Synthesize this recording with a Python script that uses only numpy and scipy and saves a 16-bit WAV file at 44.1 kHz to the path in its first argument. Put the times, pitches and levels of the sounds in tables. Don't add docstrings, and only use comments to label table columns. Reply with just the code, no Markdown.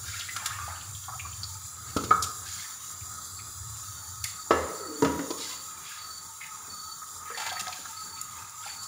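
import sys
import numpy as np
from scipy import signal
from scipy.fft import rfft, irfft, next_fast_len
from scipy.io import wavfile
from scipy.ndimage import uniform_filter1d, map_coordinates

SR = 44100
rng = np.random.default_rng(int(sys.argv[2]) if len(sys.argv) > 2 else 0)


def output_pcm(signal):
    pcm = np.clip(np.atleast_2d(signal).T, -1, 1) * 32767
    wavfile.write(sys.argv[1], SR, np.round(pcm).astype(np.int16))


N = 391166
TIME = np.arange(N) / SR
FFT_SIZE = next_fast_len(N, True)


def amp(db):
    return 10 ** (np.asarray(db) / 20)


def unit(x):
    return x / np.sqrt(np.mean(x ** 2) + 1e-20)


def at_pitch(points, hz):
    f, value = np.transpose(points)
    return np.interp(np.log(hz + 1), np.log(f + 1), value)


def at_time(points, t=TIME):
    return np.interp(t, *np.transpose(points))


def add(mix, s, sound):
    part = mix[max(round(s * SR), 0):][:len(sound)]
    part += sound[:len(part)]


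def noise(colour, size):
    hz = np.fft.rfftfreq(size, 1 / SR) + 1
    phases = np.exp(2j * np.pi * rng.random(len(hz)))
    return unit(irfft(amp(colour(hz)) * phases, size))


def hump(centre_hz, octaves):
    return lambda hz: -6 * (np.log2(hz / centre_hz) / octaves) ** 2


def boost(resonances, hz):
    return sum(db * np.exp(-2 * ((hz - f) / width) ** 2) for f, width, db in resonances)


def wander(per_s):
    targets = rng.standard_normal(2000)
    return unit(np.interp(TIME * per_s, np.arange(len(targets)), targets))


def drifting(colour, drift, per_s):
    steady = noise(colour, next_fast_len(N + SR, True))
    position = np.cumsum(1 + drift * wander(per_s))
    return map_coordinates(steady, [position], order=3, mode="wrap")


def flicker(x, depth_db):
    bands = signal.stft(x, nperseg=1024, noverlap=768)[2]
    patches = uniform_filter1d(rng.standard_normal(bands.shape), size=4, axis=0)
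    patches = unit(uniform_filter1d(patches, size=13, axis=1))
    return signal.istft(bands * amp(depth_db * patches), nperseg=1024, noverlap=768)[1][:N]


# f/Hz, level/dB
ROAR_COLOUR = [(20, 2.5), (48, -12), (65, -28), (88, 0.5), (120, -16), (160, -6), (230, -14), (400, -16),
               (600, -22), (780, -13.5), (900, -20.5), (1020, -13.5), (1270, -4), (1550, -13.5),
               (2100, -23.5), (2600, -37), (3300, -61), (6000, -80)]
HISS_COLOUR = [(2700, -94), (3100, -12.5), (3500, -13.5), (4250, -10), (4850, -11), (5300, -9), (6300, -4),
               (7200, -7), (8000, -6.5), (9700, -6.5), (11500, -13), (13500, -18), (15000, -7),
               (16000, -6.5)]
# f/Hz, width/Hz, boost/dB
BURNER_RESONANCES = [(900, 12, 6), (1267, 64, 8), (1404, 18, 9), (1860, 120, 4), (2330, 210, -5),
                     (2710, 120, -5), (3020, 230, -9), (3990, 470, 3.5), (4234, 142, -20), (4796, 190, 7),
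                     (5245, 146, -24), (7160, 690, 11), (7960, 230, -8.5), (8700, 130, 3),
                     (8790, 275, -13.5)]
# t/s, level/dB
GAS_LEVEL = [(0.0, -41.5), (1.3, -44), (2.5, -42), (5.4, -43), (6.9, -45), (7.5, -43), (8.5, -45),
             (8.87, -43)]
FLAME_LEVEL = [(0.0, -45), (0.48, -55.5), (0.54, -42), (0.87, -52), (0.89, -41), (1.07, -48), (1.23, -42),
               (1.76, -56), (1.86, -42.5), (2.16, -42.5), (2.63, -60), (3.0, -55), (3.02, -43.5),
               (3.25, -58.5), (3.74, -42), (3.85, -55.5), (4.2, -45.5), (4.45, -60.5), (4.7, -69),
               (7.5, -66), (8.87, -59)]
def burner():
    def hiss_colour(hz):
        bass_cut_db = 40 * np.maximum(np.log2(2500 / hz), 0)
        return at_pitch(HISS_COLOUR, hz) + boost(BURNER_RESONANCES, hz) - bass_cut_db

    roar = noise(lambda hz: at_pitch(ROAR_COLOUR, hz) + boost(BURNER_RESONANCES, hz), FFT_SIZE)[:N]
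    roar *= amp(-52 + 2.5 * wander(per_s=14))
    hiss = drifting(hiss_colour, drift=0.014, per_s=3.5)
    hiss *= amp(at_time(GAS_LEVEL) + 1.21 + wander(per_s=24))
    flame = noise(hump(centre_hz=95, octaves=0.35), FFT_SIZE)[:N]
    flame *= amp(at_time(FLAME_LEVEL) + 2.5 * wander(per_s=14))
    return flicker(roar, depth_db=2) + flicker(near_echoes(hiss), depth_db=1.47) + flame


# f/Hz, half-width/octaves, level/dB
HOLLOW_NOTES = [(895, 0.066, -67), (1120, 0.063, -67.5), (1266, 0.045, -59.5)]
# t/s, boost/dB
SIMMER_GROWTH = [(0, -11.5), (4.5, 2.5), (6, 5), (8.87, 8)]
def simmer(surge_db=4.5):
    out = np.zeros(N)
    for hz, octaves, db in HOLLOW_NOTES:
        note = drifting(hump(hz, octaves), drift=0.011, per_s=6)
        out += note * amp(db + at_time(SIMMER_GROWTH) + surge_db * wander(per_s=13))
    return out


def crackle(ticks_per_s=30, decay_s=0.00082):
    out, t = np.zeros(N), np.arange(512) / SR
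    for when, size in rng.random((1500, 2))[:int(ticks_per_s * N / SR)]:
        db = -45 - 3 * np.log(1 - 0.97 * size)
        tick = noise(hump(centre_hz=7500, octaves=0.78), len(t)) * np.exp(-t / decay_s)
        add(out, when * N / SR, amp(db) * tick)
    return out


def bubble(hz, cycles, rise):
    age = np.arange(int(4 * cycles * SR / hz) + 2) * hz / (cycles * SR)
    loudness = np.exp(-age) * (1 - np.exp(-age * cycles * 2))
    return loudness * np.sin(2 * np.pi * cycles * (age + rise * age ** 2 / 2))


# start/s, peak/s, end/s, bubble level/dB, spray level/dB,
# big-bubble f/Hz, fade towards small bubbles/(dB per octave), spray f/Hz
GUSHES_OF_WATER = [(0.019, 0.1, 0.4, -39, -45.5, 1370, 6, 4530),
                   (0.29, 0.49, 0.91, -40.5, -69, 1010, 4.5, 5000),
                   (1.849, 1.895, 1.935, -46, -52, 1500, 11, 4500),
                   (2.455, 2.456, 2.68, -45.5, -43, 1530, 8, 5000),
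                   (2.498, 2.625, 2.65, -45, -46, 1450, 6, 4250),
                   (4.24, 4.238, 4.34, -49, -46, 1550, -2, 3200),
                   (5.361, 5.42, 5.594, -49, -40.5, 1750, 1, 4530),
                   (5.44, 5.51, 5.58, -42, -48, 980, 8, 3000),
                   (5.81, 5.88, 5.95, -44.5, -51, 1920, 7, 3900),
                   (5.89, 5.935, 6.11, -44, -51, 1140, 7.5, 3570),
                   (6.403, 6.418, 6.51, -35, -59, 1830, 16.5, 3000),
                   (6.53, 6.58, 6.68, -48, -72, 790, 9, 3020),
                   (7.203, 7.312, 8, -40.5, -62, 1640, 19, 3000),
                   (7.348, 7.413, 7.62, -39, -45, 1100, 4.5, 2600),
                   (7.621, 7.77, 8.2, -62, -48, 850, 4, 4100),
                   (8.155, 8.173, 8.24, -48, -53, 2600, 8, 3480),
                   (8.2, 8.404, 8.62, -49, -67, 870, 3, 3800),
                   (8.595, 8.665, 8.78, -44.5, -49, 1420, 2.5, 3020)]
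def bubbling(pitches=48, bubbles_per_s=9000, spread_db=4.8):
    out = np.zeros(N)
    strength, lowest_hz, fade_db = water_flow()
    per_pitch = int(bubbles_per_s * N / SR / pitches)
    for hz in np.geomspace(550, 12000, pitches):
        when, size, sign = rng.random((2500, 3))[:per_pitch].T
        starts = (when * (N - 1)).astype(int)
        octaves_up = np.log2(hz / lowest_hz[starts])
        db = spread_db * np.minimum(-np.log(1 - size), 4) - fade_db[starts] * np.maximum(octaves_up, 0)
        db += 60 * np.minimum(octaves_up, 0)
        ring = np.sqrt(hz) * bubble(hz, cycles=9.8, rise=0.021)
        rings = np.outer(amp(db) * np.sign(sign - 0.5), ring)
        samples = starts[:, None] + np.arange(len(ring))
        out += np.bincount(samples.ravel(), rings.ravel(), N)[:N]
    return unit(out) * amp(-4) * strength


def water_flow(boil_hz=1040, boil_fade_db=4.5, sink_octaves=0.14):
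    power = amp(-58.5 + 3 * wander(per_s=4.5)) ** 2
    note, fade = power * boil_hz, power * boil_fade_db
    for start, peak, end, db, _, hz, fade_db, _ in GUSHES_OF_WATER:
        gush = (amp(db) * np.interp(TIME, [start, peak, end], [0, 1, 0])) ** 2
        progress = np.interp(TIME, [start, end], [-0.5, 0.5])
        power += gush
        note += gush * hz * 2 ** (-sink_octaves * progress)
        fade += gush * fade_db
    return np.sqrt(power), note / power, fade / power


def spray(patter_db=2):
    out, patter = np.zeros(N), amp(patter_db * wander(per_s=300))
    for start, peak, end, _, db, _, _, hz in GUSHES_OF_WATER:
        swell = np.interp(start + np.arange(SR) / SR, [start, peak, end], [0, 1, 0])
        add(out, start, amp(db) * swell * noise(hump(hz, octaves=0.86), SR))
    return out * patter


CHIRP_STARTS = [0.019, .62, 1.251, 1.868, 2.5, 3.178, 3.848, 4.198, 4.738, 5.366, 5.98, 6.697, 7.339, 7.965,
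                8.662]
# t/s, level/dB
CHIRP_LEVEL = [(0, -57), (3.9, -54), (4.7, -50), (6.8, -46.5), (8.87, -48)]
def cricket(wing_hz=4500, sag_hz=60, strokes_per_s=32, stroke_s=0.021, chirp_s=0.255, rise_s=0.011):
    out, progress = np.zeros(N), np.linspace(0, 1, int(stroke_s * SR))
    strokes = np.arange(0, chirp_s - stroke_s / 2, 1 / strokes_per_s)
    for start in CHIRP_STARTS:
        db = at_time(CHIRP_LEVEL, start)
        for s, (late, size, detune) in zip(strokes, rng.standard_normal((20, 3))):
            hz = wing_hz + 12 * detune + sag_hz * (0.5 - progress)
            stroke = np.sin(np.pi * progress) * np.sin(2 * np.pi * np.cumsum(hz) / SR)
            onset = 1 - np.exp(-(s + stroke_s) / rise_s)
            gain = 2 * onset * amp(db + 2 * size - s)
            add(out, start + s + 0.0008 * late, gain * stroke)
    return out


# t/s, level/dB, f/Hz, ring time/cycles
DROP_PLOPS = [(.082, -47, 1590, 36), (0.209, -32, 2940, 8), (0.288, -33, 1990, 15),
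              (.364, -31.5, 1380, 5.1), (0.421, -45.5, 863, 15), (0.458, -33, 1287, 9.7),
              (0.508, -38, 1230, 13), (.586, -38, 1195, 14), (.679, -37.5, 786, 10),
              (0.682, -39.5, 1280, 7.8), (0.707, -39, 1230, 15), (.71, -46, 866, 11),
              (0.759, -45, 2950, 19), (.811, -37.5, 2930, 4.3), (0.95, -40, 3310, 8.8),
              (1.04, -43.5, 3200, 9), (1.081, -41, 792, 14), (1.082, -40.5, 1120, 29),
              (1.124, -39.5, 1272, 25), (1.137, -52, 755, 22), (1.196, -32, 2480, 4.7),
              (1.251, -37, 1151, 10), (1.328, -41.5, 3100, 3.8), (1.433, -26, 4510, 3.1),
              (2.642, -38, 1960, 5), (3.01, -49, 2330, 4), (3.391, -41.5, 2200, 2.2),
              (3.76, -54, 2500, 4.3), (4.245, -33.5, 2076, 3.5), (7.019, -39, 1246, 8.4),
              (7.301, -45.5, 460, 15), (7.301, -36, 1282, 10), (7.347, -35.5, 1750, 8),
              (7.374, -36.5, 834, 4.5), (7.406, -35.5, 846, 7.7), (7.465, -37, 880, 7.7),
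              (7.493, -29.5, 3160, 3.8), (7.516, -34.5, 749, 4), (7.569, -32, 1766, 5.5),
              (7.668, -34, 748, 5.8), (7.679, -44, 785, 3.2), (7.725, -38.5, 2520, 8),
              (7.854, -40, 1270, 8.8), (8.659, -42.5, 800, 11)]
def plops(followers=8, spread_octaves=0.249, rise=0.012):
    out = np.zeros(N)
    for s, db, hz, cycles in DROP_PLOPS:
        add(out, s, amp(db + 4) * bubble(hz, cycles, rise))
        cluster_s = 0.022 * np.sqrt(1000 / hz)
        delays = np.sort(rng.random(followers))
        detunes = rng.exponential(1, followers) - 0.5
        for delay, detune in zip(delays, detunes):
            small_hz = min(hz * 2 ** (spread_octaves * detune), SR / 4)
            small = bubble(small_hz, cycles=4, rise=rise)
            add(out, s + delay * cluster_s, amp(db + 3 - 7 * delay) * small)
    return out


# t/s, level/dB, f/Hz, decay/s, half-width/octaves
RICE_SLAPS = [(.193, -34, 3280, .013, 1.3), (.362, -27, 2850, 0.0058, 1.4), (.457, -25, 4700, 0.0085, 1.3),
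              (1.964, -30.5, 4100, 0.0092, 1.1), (2.038, -34.5, 3840, 0.0088, 1.2),
              (2.222, -25.5, 6260, 0.012, .7), (2.236, -28.5, 5030, 0.0075, 1.3),
              (4.2399, -21, 6570, 0.0034, 1.1), (5.021, -30, 5500, 0.0054, 0.7),
              (5.304, -33, 4400, 0.0069, .8), (7.373, -32, 2880, 0.0091, 1.4),
              (7.398, -31, 2000, .007, 1.8), (7.417, -31, 2280, .007, 1.4), (7.437, -34, 1900, 0.0025, 1.2),
              (7.463, -27.5, 2100, 0.0069, 1.6), (7.526, -32, 3160, .0038, 1.9),
              (7.593, -29.5, 3600, .01, 1.3), (7.6098, -22, 5100, .00088, 1.2),
              (7.668, -31, 2200, 0.0037, 1.3), (7.68, -30, 4370, 0.0023, 0.69),
              (7.726, -33, 3880, 0.0038, 0.45), (8.2142, -25.5, 8400, 0.0017, 0.73),
              (8.829, -37, 6060, 0.012, 0.76)]
def slaps(rise_s=0.0031, grit=0.28):
    out, t = np.zeros(N), np.arange(8192) / SR
    for s, db, hz, decay_s, octaves in RICE_SLAPS:
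        roughness = unit(uniform_filter1d(rng.standard_normal(len(t)), size=30))
        specks = unit(np.exp(grit * roughness))
        burst = np.exp(-t / decay_s) * (1 - np.exp(-t / min(rise_s, decay_s / 2)))
        add(out, s, amp(db + 3) * noise(hump(hz, octaves), len(t)) * specks * burst)
    return out


# t/s, length/s, start f/Hz, end f/Hz, level/dB
LONE_BUBBLES = [(.585, 0.15, 1130, 1280, -37), (5.3, .12, 976, 1240, -40.5)]
def glugs(fade_db=14, edge_s=0.0019):
    out = np.zeros(N)
    for s, length, start_hz, end_hz, db in LONE_BUBBLES:
        progress = np.linspace(0, 1, int(length * SR))
        tone = np.sin(2 * np.pi * np.cumsum(start_hz + (end_hz - start_hz) * progress) / SR)
        soft_edges = np.minimum(np.minimum(progress, 1 - progress) * length / edge_s, 1)
        add(out, s, tone * amp(db - fade_db * progress) * soft_edges)
    return out


def knocks(blows, notes, colour, clank_s, rattle_s, rise_s):
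    out, t = np.zeros(N), np.arange(SR) / SR
    for s, ring_db, clank_db, hardness, place, rattle_db in blows:
        ring = np.zeros(SR)
        for k, (hz, rim_db, base_db, ring_s) in enumerate(notes):
            db = rim_db + place * (base_db - rim_db) - 60 * t / ring_s
            ring += (-1) ** k * amp(db) * np.sin(2 * np.pi * hz * t)
        clank = noise(
            lambda hz: at_pitch(colour, hz) + hardness * np.log2(np.clip(hz, 200, 3000) / 1000), SR)
        clank *= np.exp(-t / clank_s) + amp(rattle_db - 60 * t / rattle_s)
        onset = 1 - np.exp(-t / rise_s)
        add(out, s, (amp(ring_db) * ring + amp(clank_db) * clank) * onset)
    return out


# t/s, ring level/dB, clank level/dB, hardness/(dB per octave),
# place (rim 0, base 1), rattle next to the clank/dB
POT_BLOWS = [(1.9645, -43, -21, -8.5, 0.64, -17), (2.037, -50, -27, -10.5, 0.74, -22),
             (2.1075, -14.5, -15, 5, 0.45, -21.5), (2.119, -40, -21.5, 6, 0.3, -23)]
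# f/Hz, level hit at the rim/dB, level hit at the base/dB, time to fade 60 dB/s
POT_NOTES = [(173, -33, -14, 0.12), (277, -46, -16, 0.052), (432, -14, -2.5, 0.066), (567, -38, -18, 0.074),
             (755, -11, -15, 0.074), (1065, -29, -26, 0.56), (1180, -14, -19, 0.31), (1230, -15, -16, 0.45),
             (1266, 4.5, -2.5, 0.12), (1350, -10, -6, 0.15), (1700, -29, -22, 0.22), (2220, -24, -5, 0.044)]
# f/Hz, level/dB
POT_COLOUR = [(40, -50), (85, -22), (130, -13.5), (280, -7), (430, -10.5), (980, -8.5), (1310, 8.5),
              (1900, -26), (2900, -41), (3800, -29), (9000, -58), (15000, -58)]
def pot_knocks():
    return knocks(POT_BLOWS, POT_NOTES, POT_COLOUR, clank_s=0.01, rattle_s=0.68, rise_s=0.00044)


VESSEL_BLOWS = [(4.507, -30.5, -14, 2.5, 0.26, -15.5), (5.0215, -25, -23.5, 1, 1, -23),
                (5.029, -46, -24, -7.5, 0.52, -11), (5.047, -48, -19.5, 4.5, 0.8, -19.5),
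                (5.099, -40, -32, -12, 0.94, -21), (5.192, -37.5, -30.5, 5, 0.83, -34),
                (5.305, -59, -26.5, -4, 0.97, -30), (6.68, -62, -49, -15, 0.95, -16),
                (7.615, -72, -43.5, -21, 0.71, -27), (7.79, -70, -49, -11, 1, -14)]
VESSEL_NOTES = [(138, -38, -3, 0.19), (173, -21, -5.5, 0.67), (278, -15, 5, 0.24), (441.7, -7, 7.5, 0.17),
                (523, -1, -10, 0.82), (823, -6, -26, 0.3), (965, -22, 0, 0.34), (1030, -14, -28, 0.31),
                (1302, 20, -21, 0.27), (1420, -29, -7.5, 0.27), (1720, 6, -26, 0.58), (1760, -4, -19, 0.26),
                (2060, -13, -21, 0.47), (2780, -5, -21.5, 0.28)]
VESSEL_COLOUR = [(40, -50), (80, -31), (140, -6), (300, 0.5), (520, 5), (750, -5.5), (1250, -3),
                 (1600, -14), (1900, -10), (2400, -26), (5500, -28.5), (7500, -42), (15000, -63)]
def vessel_knocks():
    return knocks(VESSEL_BLOWS, VESSEL_NOTES, VESSEL_COLOUR,
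                  clank_s=0.0097, rattle_s=0.98, rise_s=0.00075)


# t/s, length/s, level/dB
LOW_BOOMS = [(4.511, 0.155, -37.5), (5.027, 0.16, -40.5)]
def booms(hz=81.6):
    out = np.zeros(N)
    for s, length, db in LOW_BOOMS:
        t = np.arange(int(length * SR)) / SR
        add(out, s, amp(db) * signal.windows.tukey(len(t), 0.3) * np.sin(2 * np.pi * hz * t))
    return out


def sway(start_s=4.705, tip_s=4.86, settle_s=5.14, glide_s=0.0186, high_hz=432, rest_hz=286):
    tipped = 0.5 + 0.5 * np.tanh((TIME - tip_s) / (2 * glide_s))
    phase = 2 * np.pi * np.cumsum(high_hz + (rest_hz - high_hz) * tipped) / SR

    def note(ratio):
        shudder = 1 + 0.86 * (wander(per_s=70) + 1j * wander(per_s=70))
        return (np.exp(1j * ratio * phase) * shudder).real

    swell_db = 25.5 * (np.minimum(TIME, settle_s) - start_s)
    fade_db = 80 * np.maximum(TIME - settle_s, 0)
    onset = np.clip((TIME - start_s) / 0.075, 0, 1)
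    return onset * amp(-48.5 + swell_db - fade_db) * (note(1) + amp(-6) * note(1.54) * tipped)


ECHO_DELAYS = [.0014, .0021, .0029, .0043]
def near_echoes(x, gain=0.19, drift=0.028):
    out = x.copy()
    for k, delay_s in enumerate(ECHO_DELAYS):
        moving_delay = delay_s * (1 + drift * wander(per_s=1.2))
        out += (-1) ** k * gain * np.interp(TIME - moving_delay, TIME, x)
    return out


# f/Hz, width/Hz, boost/dB
POT_RESONANCES = [(903, 21, 4), (1246, 68, 2.5), (1750, 140, 2.5), (2160, 51, -2.5), (2400, 150, 1.5),
                  (2965, 160, -4), (3400, 140, 3.5), (3960, 130, 4), (4120, 116, -0.5), (4660, 270, 3.5),
                  (5240, 75, 1), (7050, 540, 7), (8060, 260, -10)]
def in_pot(x):
    gain = amp(boost(POT_RESONANCES, np.fft.rfftfreq(FFT_SIZE, 1 / SR)))
    return irfft(rfft(x, FFT_SIZE) * gain, FFT_SIZE)[:N]


# f/Hz, time to fade 60 dB/s
KITCHEN_DECAY = [(100, 0.56), (500, 0.7), (1300, 0.63), (4000, 0.45), (15000, 0.32)]
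def kitchen(x, echo_db, gap_s=0.001):
    hz, t, bands = signal.stft(rng.standard_normal(SR // 2), SR, nperseg=256)
    fade = amp(-60 * t / at_pitch(KITCHEN_DECAY, hz)[:, None])
    tail = signal.istft(bands * fade, SR, nperseg=256)[1]
    tail *= np.clip(np.arange(len(tail)) / (SR * gap_s) - 1, 0, 1)
    return x + amp(echo_db) * signal.fftconvolve(x, tail / np.linalg.norm(tail))[:N]


def scene():
    metal = kitchen(pot_knocks() + vessel_knocks() + sway(), echo_db=-8) + booms()
    splashes = near_echoes(flicker(bubbling() + spray(), depth_db=2.5) + slaps())
    water = kitchen(in_pot(splashes + plops() + glugs()), echo_db=-6.5)
    mono = burner() + simmer() + metal + water + kitchen(cricket(), echo_db=-1.5) + crackle()
    return np.array([mono, mono])


def record(dry):
    low_cut = signal.butter(3, 52, "highpass", fs=SR, output="sos")
    high_cut = signal.firwin(511, 15650, window=("kaiser", 9), fs=SR)
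    return signal.oaconvolve(signal.sosfilt(low_cut, dry), high_cut[None], "same")


dry = scene()
out = record(dry)
output_pcm(out)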